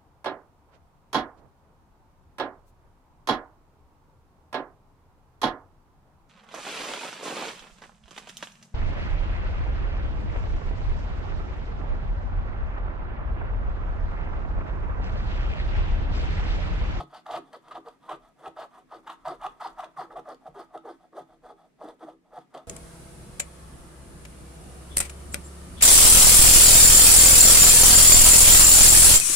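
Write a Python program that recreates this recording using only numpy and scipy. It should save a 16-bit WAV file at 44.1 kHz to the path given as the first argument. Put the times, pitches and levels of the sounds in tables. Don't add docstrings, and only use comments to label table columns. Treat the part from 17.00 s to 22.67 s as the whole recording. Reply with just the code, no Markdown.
import sys
import numpy as np
from scipy import signal
from scipy.fft import rfft, irfft, next_fast_len
from scipy.io import wavfile
from scipy.ndimage import map_coordinates

SR = 44100
rng = np.random.default_rng(int(sys.argv[2]) if len(sys.argv) > 2 else 0)


def log_audio(samples):
    frames = np.atleast_2d(samples).T
    limited = np.clip(frames, -1, 1)
    pcm = np.round(limited * 32767).astype(np.int16)
    wavfile.write(sys.argv[1], SR, pcm)


def elevation(decibels):
    levels = np.asarray(decibels, float)
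    return 10 ** (levels / 20)


N = 250047


def unit(x):
    return x / np.sqrt(np.mean(x ** 2) + 1e-20)


def along(points, hz):
    f, v = np.transpose(points)
    return np.interp(np.log(hz + 1), np.log(f + 1), v)


def over_time(points):
    return np.interp(np.arange(N) / SR, *np.transpose(points))


def wobble(knots_per_s):
    knots = rng.standard_normal(int(N * 400 / SR))
    return map_coordinates(knots, [np.arange(N) * knots_per_s / SR])


def filtered(x, response):
    m = next_fast_len(N + SR // 2)
    return irfft(rfft(x, m) * response(np.fft.rfftfreq(m, 1 / SR)), m)[..., :N]


def body(modes):
    def ring(f):
        total = 0
        for k, (hz, width_hz, db) in enumerate(modes):
            damping = 1j * f * width_hz
            total = total + (-1) ** k * elevation(db) * damping / (hz * hz - f * f + damping)
        return total
    return lambda f: ring(f) / np.sqrt(np.mean(np.abs(ring(f)) ** 2))


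def skirted(modes, power):
    return lambda f: unit(np.abs(body(modes)(f)) ** power)


def colour(spectrum):
    return lambda f: unit(elevation(along(spectrum, f)))


# (time [s], run-out [s], pad level [dB], weight on the table [dB], tip speed [dB])
PUSHES = [(-0.035, 0.051, -39.5, -2, -2), (0.52, 0.042, -54, 6.5, 8.5), (0.734, 0.039, -41, 0.5, 0),
          (1.079, 0.077, -36.5, -6, -1.5), (1.905, 0.086, -45, -2.5, -2), (2.078, 0.067, -52, -11, 10),
          (2.244, 0.11, -40, -1.5, 1.5), (2.594, 0.13, -45, -5, 7), (2.772, 0.02, -38.5, -41, -0.5),
          (2.817, 0.0062, -43.5, -20, 1.5), (2.96, 0.1, -43.5, -5.5, 4), (3.098, 0.037, -48, -12, -2),
          (3.148, 0.015, -34.5, -3, -10), (3.17, 0.016, -42, -9.5, -1), (3.448, 0.02, -43.5, -29, -5.5),
          (3.537, 0.098, -44, -0.5, -5.5), (3.728, 0.036, -38.5, -29, -10.5), (4.117, 0.1, -57, 14.5, -2.5),
          (4.146, 0.085, -43, -31, -5), (4.472, 0.047, -45.5, -4.5, -7), (4.86, 0.069, -46.5, -18, -5),
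          (4.98, 0.06, -65, 19.5, -6), (5.061, 0.026, -40, -25, -21), (5.527, 0.095, -42.5, -19, -9)]
# (time [s], build-up [s], pad level [dB], weight on the table [dB], tip speed [dB])
PULLS = [(0.054, 0.13, -54.5, -11, 1.5), (0.11, 0.054, -46, -13, -1.5), (0.24, 0.12, -36.5, -4, -1.5),
         (0.597, 0.1, -58, 1, 5), (0.706, 0.017, -48.5, 4.5, 9.5), (0.838, 0.042, -46, -10.5, -2.5),
         (1.413, 0.059, -37.5, -25, -5), (2.012, 0.042, -63, 5, 4.5), (2.064, 0.013, -51.5, -2, 13.5),
         (2.39, 0.068, -38, -10.5, 0.5), (2.715, 0.13, -51.5, -6, 6), (3.031, 0.091, -67.5, 20.5, -6),
         (3.229, 0.088, -41, -0.5, -2.5), (3.659, 0.11, -53, -4.5, -5.5), (3.822, 0.074, -44.5, -1, -3),
         (4.407, 0.063, -51, -1, -0.5), (4.988, 0.05, -43.5, -13, -2.5), (5.295, 0.074, -42, -32, -7.5)]
# (time [s], length [s], pad level [dB], weight on the table [dB], tip speed [dB])
GLIDES = [(0.34, 0.32, -66, 3, 0), (0.821, 0.17, -66, 0, 8), (0.984, 0.17, -58, 3, 3.5),
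          (1.18, 0.16, -58, -15, -1.5), (1.344, 0.2, -54, 6.5, -0.5), (1.549, 0.13, -40, -9.5, -2),
          (1.689, 0.16, -56, -4, 2), (1.86, 0.17, -66, 3, 11), (2.137, 0.2, -70.5, -18, 7),
          (2.353, 0.25, -71.5, 9, 16.5), (2.502, 0.31, -57.5, -2, -1.5), (2.828, 0.15, -63, -20, -4),
          (2.894, 0.23, -79, 5, 15), (3.374, 0.19, -57.5, -0.5, -4.5), (3.536, 0.14, -55.5, -7, 6),
          (3.819, 0.17, -64, -3, 11), (3.964, .14, -58.5, -2, -5.5), (4.243, 0.16, -58.5, -4, -6),
          (4.532, 0.18, -59.5, -6, -5), (4.765, 0.19, -46, 3, -6), (5.029, 0.13, -64, 14.5, 9),
          (5.21, 0.15, -65, -0.5, -4.5), (5.368, 0.094, -64.5, -2, 7), (5.479, 0.2, -59.5, -2.5, 0.5)]
DIG_S, LET_GO_S, LET_GO_SHARE, GLIDE_RISE_SHARE = 0.025, 0.016, 0.2, 0.45
PULL_SCRATCH_DB, GLIDE_SCRATCH_DB = -2, 2


def strokes():
    rows = [(s, DIG_S, run_out, *db, 0) for s, run_out, *db in PUSHES]
    for s, build, *db in PULLS:
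        rows.append((s, build, LET_GO_S + LET_GO_SHARE * build, *db, PULL_SCRATCH_DB))
    for s, length, *db in GLIDES:
        rise = GLIDE_RISE_SHARE * length
        rows.append((s, rise, length - rise, *db, GLIDE_SCRATCH_DB))
    return np.transpose(rows)


def swell(level_db, lag=0, tilt_db=0, edge=2):
    power = np.zeros(N)
    for s, rise, fall, db in zip(*strokes()[:3], level_db):
        start = s + lag
        at = np.arange(max(round(start * SR), 0), min(round((start + rise + fall) * SR), N))
        t = at / SR - start
        up = np.clip(t / rise, 0, 1)
        down = np.clip((t - rise) / fall, 0, 1)
        shape = (np.sin(up * np.pi / 2) * np.cos(down * np.pi / 2)).clip(0) ** edge
        power[at] += (elevation(db + tilt_db * t / (rise + fall)) * shape) ** 2
    return np.sqrt(power)


def slips(share, spread_db, clump_db):
    size = elevation(spread_db * rng.exponential(size=N).clip(0, 5)) * (rng.random(N) < share)
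    return unit((size + 0.43) * rng.standard_normal(N) * elevation(clump_db * wobble(90)))


# (time [s], dust gain [dB], thud gain [dB], scratch gain [dB])
BARE = [
    (0.1, 4, 11, 8.5),
    (0.9, 2, -3, -1),
    (1.05, 6.5, 11, 0.5),
    (1.9, 4, 18.5, -0.5),
    (2.3, 12, -1, 0.5),
    (2.9, 12, 2.5, -2),
    (3.499, 6, 19.5, -1.5),
    (4.2, 21, 24, 3),
    (5.1, 19, 18, -0.1),
    (5.4, 6, 25, 1),
]


def bare(s):
    at, *gains_db = np.transpose(BARE)
    return [np.interp(s, at, db) for db in gains_db]


def bursts(rows, rise_s, fall_s, sink_per_s=5.4, rough_db=0):
    out, t = np.zeros(N + SR), np.arange(-SR // 40, SR // 12) / SR
    shape = np.where(t < 0, np.exp(-(t / rise_s) ** 2), 1 / np.cosh(t / fall_s))
    for (s, db, hz), turn in zip(rows, rng.random(len(rows))):
        cycles = hz * t * (1 - sink_per_s * t / 2) + turn
        out[round(s * SR):][:len(t)] += elevation(db) * shape * np.sin(2 * np.pi * cycles)
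    return out[SR // 40:][:N] * elevation(rough_db * wobble(180))


# (time [s], peak level [dB], pitch [Hz])
SHOVES = [(0.0025, -45, 314), (0.0384, -45.5, 330), (0.3881, -33, 338), (0.43, -41.5, 321),
          (0.5607, -48.5, 465), (0.7867, -54, 353), (0.874, -39.5, 467), (1.1454, -41.5, 349),
          (1.4707, -42, 400), (1.969, -46.5, 353), (2.3192, -37, 358), (2.4609, -46.5, 355),
          (3.0141, -47.5, 395), (3.0451, -43, 345), (3.1843, -49, 372), (3.3254, -39.5, 414),
          (3.5714, -40.5, 400), (3.6088, -48, 368), (3.7605, -42.5, 410), (3.8622, -42.5, 460),
          (3.8807, -39.5, 410), (3.9111, -43, 346), (3.9385, -40, 335), (4.1595, -49, 374),
          (4.2144, -49, 355), (4.4499, -42.5, 483), (4.838, -48, 516), (4.8495, -38, 310),
          (4.8819, -44, 330), (5.0495, -37.5, 322), (5.0929, -43, 310), (5.3848, -45, 491),
          (5.5753, -40, 555)]


def shoves():
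    return elevation(-3.5) * bursts(SHOVES, rise_s=0.016, fall_s=0.0086, sink_per_s=1.9, rough_db=4.0)


# (time [s], peak level [dB], pitch [Hz])
FLUTTERS = [(0.0035, -35, 1260), (0.1527, -37, 875), (0.1661, -45.5, 1260), (0.2903, -35, 1155),
            (0.3068, -35, 810), (0.3233, -53, 1270), (0.3592, -36, 1080), (0.3622, -41, 860),
            (0.3751, -31, 1184), (0.3816, -33, 1195), (0.5358, -49, 1230), (1.1299, -45, 1200),
            (1.4692, -39, 1250), (1.5704, -40, 1290), (1.5884, -44, 1230), (1.6078, -38, 1274),
            (1.6308, -38.5, 1260), (1.776, -48, 1010), (1.9341, -40.5, 1220), (1.9501, -42, 1260),
            (2.1032, -34, 797), (2.2798, -41, 1245), (2.2968, -44, 1260), (2.3073, -40, 1120),
            (2.3247, -47, 1044), (2.6066, -31.5, 1274), (2.649, -27.5, 973), (2.7887, -32.5, 900),
            (2.8301, -36, 1010), (2.9822, -31.5, 1110), (2.9862, -31, 860), (2.9942, -40, 1290),
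            (3.0067, -47, 1130), (3.0266, -35, 800), (3.1593, -37, 1130), (3.1733, -38, 1210),
            (3.2915, -43, 1120), (3.6123, -42.5, 1270), (3.776, -39, 1293), (3.8752, -38, 900),
            (4.1765, -42, 1320), (5.5514, -40, 1176)]


def flutters():
    return elevation(-2.5) * bursts(FLUTTERS, rise_s=0.003, fall_s=0.0038)


# (time [s], peak level [dB], pitch [Hz])
CHATTERS = [(0.0055, -27, 738), (0.2978, -30.5, 705), (0.3337, -33, 780), (0.3402, -37, 1145),
            (0.3462, -26.5, 663), (0.3781, -30.5, 660), (0.7154, -34, 1207), (0.7568, -32, 726),
            (0.7698, -30.5, 740), (1.0945, -27.5, 1040), (1.1045, -33, 767), (1.1135, -34, 1210),
            (1.1165, -29.5, 760), (1.4502, -38, 725), (1.4707, -34, 787), (1.5929, -33.5, 655),
            (1.6049, -36, 666), (1.6323, -37.5, 640), (1.9266, -37, 890), (1.9391, -36.5, 724),
            (2.0758, -35.5, 890), (2.0997, -31, 1106), (2.2579, -30.5, 993), (2.2743, -23.5, 696),
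            (2.3058, -32, 750), (2.3222, -29, 709), (2.4255, -35.5, 855), (2.4449, -31, 1125),
            (2.4499, -26.5, 769), (2.4639, -30.5, 775), (2.4664, -29.5, 1217), (2.6116, -33, 876),
            (2.623, -31.5, 696), (2.662, -25.5, 777), (2.7981, -26.5, 763), (2.8021, -32.5, 1232),
            (2.8371, -33, 670), (2.9967, -24, 752), (3.1658, -27, 691), (3.1798, -35, 680),
            (3.2835, -35, 597), (3.306, -36.5, 796), (3.4651, -36, 770), (3.4766, -34, 760),
            (3.5923, -36, 690), (3.7545, -30.5, 752), (3.8852, -36.5, 820), (3.9111, -42, 770),
            (4.181, -32, 618), (4.4614, -40.5, 630), (4.4938, -47, 715), (4.8171, -38.5, 623),
            (4.828, -40, 732), (4.8919, -45, 704), (5.0844, -32, 630), (5.3803, -33.5, 724),
            (5.5514, -31.5, 734)]


def chatters():
    return elevation(-2.5) * bursts(CHATTERS, rise_s=0.0048, fall_s=0.0041)


# (time [s], peak level [dB])
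LANDINGS = [(0.0045, -24.5), (0.129, -32), (0.262, -20.5), (0.535, -23.5), (0.876, -27), (1.092, -30),
            (1.567, -25.5), (1.923, -36), (2.072, -52), (2.254, -17.5), (2.412, -24), (2.604, -22),
            (2.779, -42), (2.971, -23.5), (3.107, -24), (3.258, -26), (3.462, -32), (3.548, -28),
            (3.752, -27.5), (3.853, -27), (4.131, -30.5), (4.438, -36), (4.791, -41), (4.812, -24),
            (4.995, -36), (5.333, -28.5), (5.545, -27)]
LANDING_THUD_DB, SNAG_THUD_DB = -28.5, -26
CHATTER_TICK_DB = 6.5


def catches():
    push, thud, t = np.zeros(N + SR), np.zeros(N + SR), np.arange(SR // 50) / SR
    rows = [(s, db, LANDING_THUD_DB) for s, db in LANDINGS]
    rows += [(s, db + CHATTER_TICK_DB, SNAG_THUD_DB) for s, db, _ in CHATTERS]
    for s, db, thud_db in rows:
        start = round(s * SR) - 180
        at = slice(start, start + len(t))
        burst = unit(rng.standard_normal(len(t)) * np.exp(-t / 0.002))
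        push[at] += elevation(db - 24.0) * burst
        thud[at] += elevation(db + thud_db + bare(s)[1] - 17.5) * burst
    return push[:N], thud[:N]


# (frequency [Hz], width [Hz], level [dB])
TABLE = [(258.5, 5.3, -2.5), (276.5, 4.8, -2), (326.9, 8, 5.5), (400.3, 16, 0.5), (470.2, 28.3, 2.5),
         (572.5, 42, -2)]
# (frequency [Hz], width [Hz], level [dB])
PAD = [(618, 34, -3.5), (663, 42.4, -1), (695.3, 49.5, -2), (732, 38.5, 3.5), (762.6, 64.2, -2),
       (845, 24, -4)]
# (frequency [Hz], width [Hz], level [dB])
STICK = [(915.2, 26.4, 1), (986, 60, -1.5), (1086, 42.6, 0), (1196, 86, 1), (1272.6, 64.3, 3),
         (1328.6, 74.3, -1.5), (1518, 26, -6), (1651, 52, -10.5), (1902, 106, -13.5), (2000, 120, -16)]


def scrape():
    pad_db, weight_db, speed_db = strokes()[3:-1]
    force = slips(share=0.03, spread_db=2.5, clump_db=2.0)
    push, thud = catches()
    pad_gain = swell(pad_db - 2.0, lag=-0.0092, tilt_db=1.0)
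    table_gain = swell(pad_db + weight_db - 4.0, lag=0.013, tilt_db=0.5)
    stick_gain = swell(pad_db + speed_db - 2.0, lag=-0.0056)
    pad = filtered(pad_gain * force + push, body(PAD))
    table = filtered(table_gain * force + thud, body(TABLE))
    stick = filtered(stick_gain * force + elevation(-6.0) * push, body(STICK))
    return pad + table + stick + chatters() + shoves() + flutters()


# (time [s], peak level [dB], coarse part against it [dB])
CRACKS = [(0.0044, -61, 12), (0.2646, -57.5, 11), (0.32, -63, 15), (0.362, -59.5, 20), (0.531, -52.5, 3.5),
          (5.5413, -53.5, -4), (0.1467, -56, 4), (3.345, -58, 0), (2.4149, -56, 1), (2.435, -54, 2),
          (2.7851, -70, 3), (2.974, -58, -17), (3.1258, -65, 3), (3.5935, -56, -16), (5.573, -59.5, 10),
          (5.099, -74, 5), (1.221, -76, 4), (0.683, -60.5, 6), (0.712, -57, 6), (0.885, -57.5, 4.5),
          (1.0935, -53, 8.5), (1.4592, -62.5, 13), (1.4796, -51.5, 2.5), (1.566, -63, -5), (2.074, -69, 2),
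          (2.0997, -53.5, 9.5), (2.254, -56, -9), (2.2817, -45, -1), (2.4649, -52, 11), (2.6058, -53, -20),
          (2.676, -50, -18), (2.805, -51, 1.5), (2.8433, -52.5, 5), (3.1946, -58, -3), (3.2897, -50, -10),
          (3.7758, -56, 2), (4.8866, -55, 1), (4.994, -70, 3), (5.5507, -59, -3), (5.3585, -63, 1),
          (5.388, -59, -1), (5.376, -63, 1.5), (5.5475, -55, 5.5), (5.5769, -54, 6)]
# (frequency [Hz], density [dB per Hz])
FLAKE = [(1500, -29), (3000, -25), (6000, 12), (10000, 9), (13500, -1), (15500, -13)]


def cracks():
    coarse, snap, t = np.zeros(N), np.zeros(N), np.arange(SR // 100) / SR - 0.003
    for s, db, coarse_db in CRACKS:
        start = round((s + t[0]) * SR)
        at = slice(start, start + len(t))
        coarse_shape = np.exp(-((t - 0.0015) / 0.0022) ** 2)
        snap_shape = np.exp(-((t - 0.0012) / 0.0018) ** 2)
        coarse[at] += elevation(db + coarse_db - 9.5) * unit(rng.standard_normal(len(t)) * coarse_shape)
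        snap[at] += elevation(db - 13) * unit(rng.standard_normal(len(t)) * snap_shape)
    return coarse, filtered(snap, colour(FLAKE))


# (time [s], edge level [dB])
ANGLE = [(.03, -8), (.17, -1), (.34, -11), (.55, -3.5), (.74, -13), (.89, -1.5), (1.11, -20), (1.46, -25),
         (1.62, -4.5), (1.79, -30), (1.95, -3), (2.11, -25), (2.3, 2), (2.46, -26), (2.66, 4), (2.82, -27),
         (3.02, 7), (3.18, -28), (3.31, 10), (3.48, -30), (3.6, 7), (3.77, -20), (3.9, 9), (4.19, -7),
         (4.49, 4), (4.86, -1), (5.05, -31), (5.37, -2), (5.57, -5.5)]
# (frequency [Hz], width [Hz], level [dB])
EDGE = [(4150, 78, -1.5), (4450, 220, 1.9), (4890, 270, 1)]
# (frequency [Hz], width [Hz], level [dB])
FLANK = [(2400, 99, 6.5), (2860, 830, 0)]


def edge_and_flank(tear):
    edge_db = over_time(ANGLE)
    singing = filtered(elevation(-1.5 + edge_db) * tear, skirted(EDGE, 1.2))
    rasping = filtered(elevation(-16.5 - 0.58 * edge_db) * tear, skirted(FLANK, 1.2))
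    return singing + rasping


# (frequency [Hz], density [dB per Hz])
COATING = [(1240, -11), (2100, -3), (2330, -20.5), (2960, -3), (3710, -2), (4000, -8.5), (4310, -18.5),
           (4930, -32), (5410, -21.5), (9160, -23), (9960, -37), (13900, -49), (15500, -66)]
# (frequency [Hz], width [Hz], level [dB])
DUST = [(1680, 140, 1.5), (2030, 150, -1), (3400, 280, 2), (4710, 200, -7.5), (5080, 160, -9.5),
        (6300, 1000, -14), (8420, 580, -10.5), (9270, 360, -9), (11800, 770, -22)]
# (frequency [Hz], density [dB per Hz])
SHEEN = [(4300, -33), (6000, 1.5), (9300, -1), (12400, -3), (13600, -11), (14600, -26)]
SCRATCH_DB, SCRATCH_PER_SPEED = -15.5, 0.97
DUST_DB, DUST_PER_DB = -7.5, -0.57
SHEEN_DB, SHEEN_PER_DB = -14, 0.68
SURFACE_EDGE, SHEEN_EDGE = 2.22, 0.75


def coating():
    start, _, _, pad_db, _, speed_db, kind_db = strokes()
    dust_gain_db, _, scratch_db = bare(start)
    surface_db = pad_db + SCRATCH_PER_SPEED * speed_db + SCRATCH_DB + kind_db + scratch_db
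    dust_db = DUST_DB + DUST_PER_DB * (surface_db + 65) + dust_gain_db
    dusty = np.clip(elevation(dust_db) ** 2, 0.001, 0.97)
    sheen_db = -65 + SHEEN_PER_DB * (surface_db + 64.5) + SHEEN_DB

    tear = swell(surface_db + 10 * np.log10(1 - dusty), edge=SURFACE_EDGE)
    tear *= slips(share=0.25, spread_db=2.5, clump_db=4)
    dust = swell(surface_db - 0.7 + 10 * np.log10(dusty), edge=SURFACE_EDGE)
    dust *= slips(share=0.28, spread_db=3.5, clump_db=1.3)
    sheen = swell(sheen_db, tilt_db=2, edge=SHEEN_EDGE)
    sheen *= slips(share=0.32, spread_db=3.0, clump_db=5.0)
    coarse, snaps = cracks()
    tear += coarse

    hiss = filtered(tear, colour(COATING)) + filtered(dust, skirted(DUST, 0.89))
    return hiss + filtered(sheen, colour(SHEEN)) + snaps + edge_and_flank(tear)


# (time [s], peak level [dB])
SWAYS = [(0.0, -62), (0.36, -69), (1.12, -72), (1.25, -63.5), (1.83, -73), (2.28, -65), (2.43, -55.5),
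         (2.56, -65), (2.75, -66.5), (3.16, -64), (3.52, -68), (3.68, -69), (4.313, -67), (4.45, -65),
         (4.86, -67), (5.32, -70), (5.67, -72)]


def sway_db():
    t, rise_db_per_s, fall_db_per_s, rest_db = np.arange(N) / SR, 112, 104, -77.5
    rocks = [db - np.maximum(rise_db_per_s * (s - t), fall_db_per_s * (t - s)) for s, db in SWAYS]
    return np.maximum(np.max(rocks, axis=0), rest_db)


# (time [s], peak level [dB], deep part against it [dB])
THUMPS = [(0.002, -47, 1), (0.356, -59.5, -3), (0.737, -69.5, -26), (1.127, -58.5, -20), (1.474, -60.5, 1),
          (2.059, -75, -12), (2.271, -54, -5), (2.454, -63, -21), (2.667, -67, -12), (2.978, -57.5, -3),
          (3.177, -62, -3), (3.483, -57.5, 2), (3.75, -68, -8), (4.2, -63, -17), (4.861, -73, -16),
          (5.057, -70, -19), (5.375, -59.5, -3), (5.557, -64.5, -18)]
# (frequency [Hz], width [Hz], level [dB])
BOOM = [(142.6, 7, 1.4), (174, 9.8, 0.41)]
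# (frequency [Hz], width [Hz], level [dB])
DEEP = [(72.4, 12, 0)]


def shake():
    sway = elevation(sway_db() - 2.0) * filtered(rng.standard_normal((2, N)), body([(32, 4.8, 0)]))
    hum = elevation(-77 + 1.5 * wobble(9)) * rng.standard_normal((2, N))
    bump, deep, t = np.zeros(N + SR), np.zeros(N + SR), np.arange(SR // 12) / SR
    push = unit(t * np.exp(-t / 0.00097))
    for s, db, deep_db in THUMPS:
        bump[round(s * SR):][:len(t)] += elevation(db - 20.5) * push
        deep[round(s * SR):][:len(t)] += elevation(db + deep_db - 35.5) * push
    thumps = filtered(bump[:N], body(BOOM)) + filtered(deep[:N], body(DEEP))
    same, other = sway + filtered(hum, body(BOOM))
    return thumps + np.array([same + 0.22 * other, same - 0.22 * other])


# (frequency [Hz], density [dB per Hz])
AIR = [(35, -60), (60, -8), (81, -12), (237, 2.5), (1260, -20), (1920, -17.5), (2470, -20.5), (2980, -24.5),
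       (6730, -30), (8290, -30), (13000, -38.5), (15600, -38.5)]
# (time [s], level [dB])
HUSH = [(0, -1), (1.4, -0.5), (2.3, 0), (3.2, 0.5), (3.55, -1), (4.3, -2.5), (4.97, -2), (5.12, -4.5),
        (5.27, -4), (5.45, -1.5), (5.67, -0.5)]


def air():
    a, b = filtered(rng.standard_normal((2, N)), colour(AIR))
    b = filtered(b, lambda f: 0.8 + 0.29 * f / (f + 1500))
    hush = elevation(-68) * np.array([a + b, a - b])
    whine_hz, whine_db = 9935, -89
    whine = elevation(whine_db + 2 * wobble(5)) * np.sin(2 * np.pi * whine_hz * np.arange(N) / SR)
    return elevation(over_time(HUSH)) * (hush + whine * [[0], [1]])


# (frequency [Hz], t60 [s])
ROOM = [(200, 0.13), (1000, 0.28), (4000, 0.17), (12000, 0.049)]


def room(x):
    out, hop = np.zeros((2, N + SR)), SR // 5
    for start in range(0, N, hop):
        hz, t, z = signal.stft(rng.standard_normal((2, SR // 3)), SR, nperseg=256)
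        decay = elevation(-60 * t / along(ROOM, hz)[:, None])
        tail = signal.istft(z * decay, SR, nperseg=256)[1]
        tail = tail / np.linalg.norm(tail[0])
        wet = signal.fftconvolve(x[None, start:start + hop], tail, axes=1)
        out[:, start + 100:][:, :wet.shape[1]] += wet
    return out[:, :N]


# (frequency [Hz], share [0-1])
ALIKE = [(60, 1), (130, 0.55), (290, 0.99), (640, 0.99), (1410, 0.91), (3100, 0.83), (6820, 0.7),
         (15000, 0.33)]
# (frequency [Hz], difference [dB])
LEAN = [(60, 6), (110, -12), (200, -3), (380, 0), (700, 0.0), (1290, -0.5), (2380, 2), (4400, 2),
        (8120, 0.5), (15000, -3.5)]
# (frequency [Hz], lead [rad])
LEAD = [(100, -0.14), (1100, -0.19), (2670, -0.77), (4400, -0.49), (6200, -1.26), (12000, -1)]


def scene():
    near = scrape() + coating()

    def alike(f):
        return np.clip(along(ALIKE, f), 0.01, 0.99) ** 0.64

    def ports(f):
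        left = elevation(along(LEAN, f) / 2) * np.exp(0.5j * along(LEAD, f))
        return left ** np.array([[1], [-1]])

    direct = filtered(near, lambda f: np.sqrt(alike(f)) * ports(f))
    reverb = filtered(room(near), lambda f: np.sqrt(1 - alike(f)) * np.abs(ports(f)))
    return direct + reverb + shake() + air()


def band_limit(x):
    return signal.sosfilt(signal.butter(12, 15730, fs=SR, output="sos"), x)


def record(dry):
    mix = filtered(dry, lambda f: 1 / (1 + (f / 15750) ** 40))
    return band_limit(mix)


dry = scene()
out = record(dry)
log_audio(out)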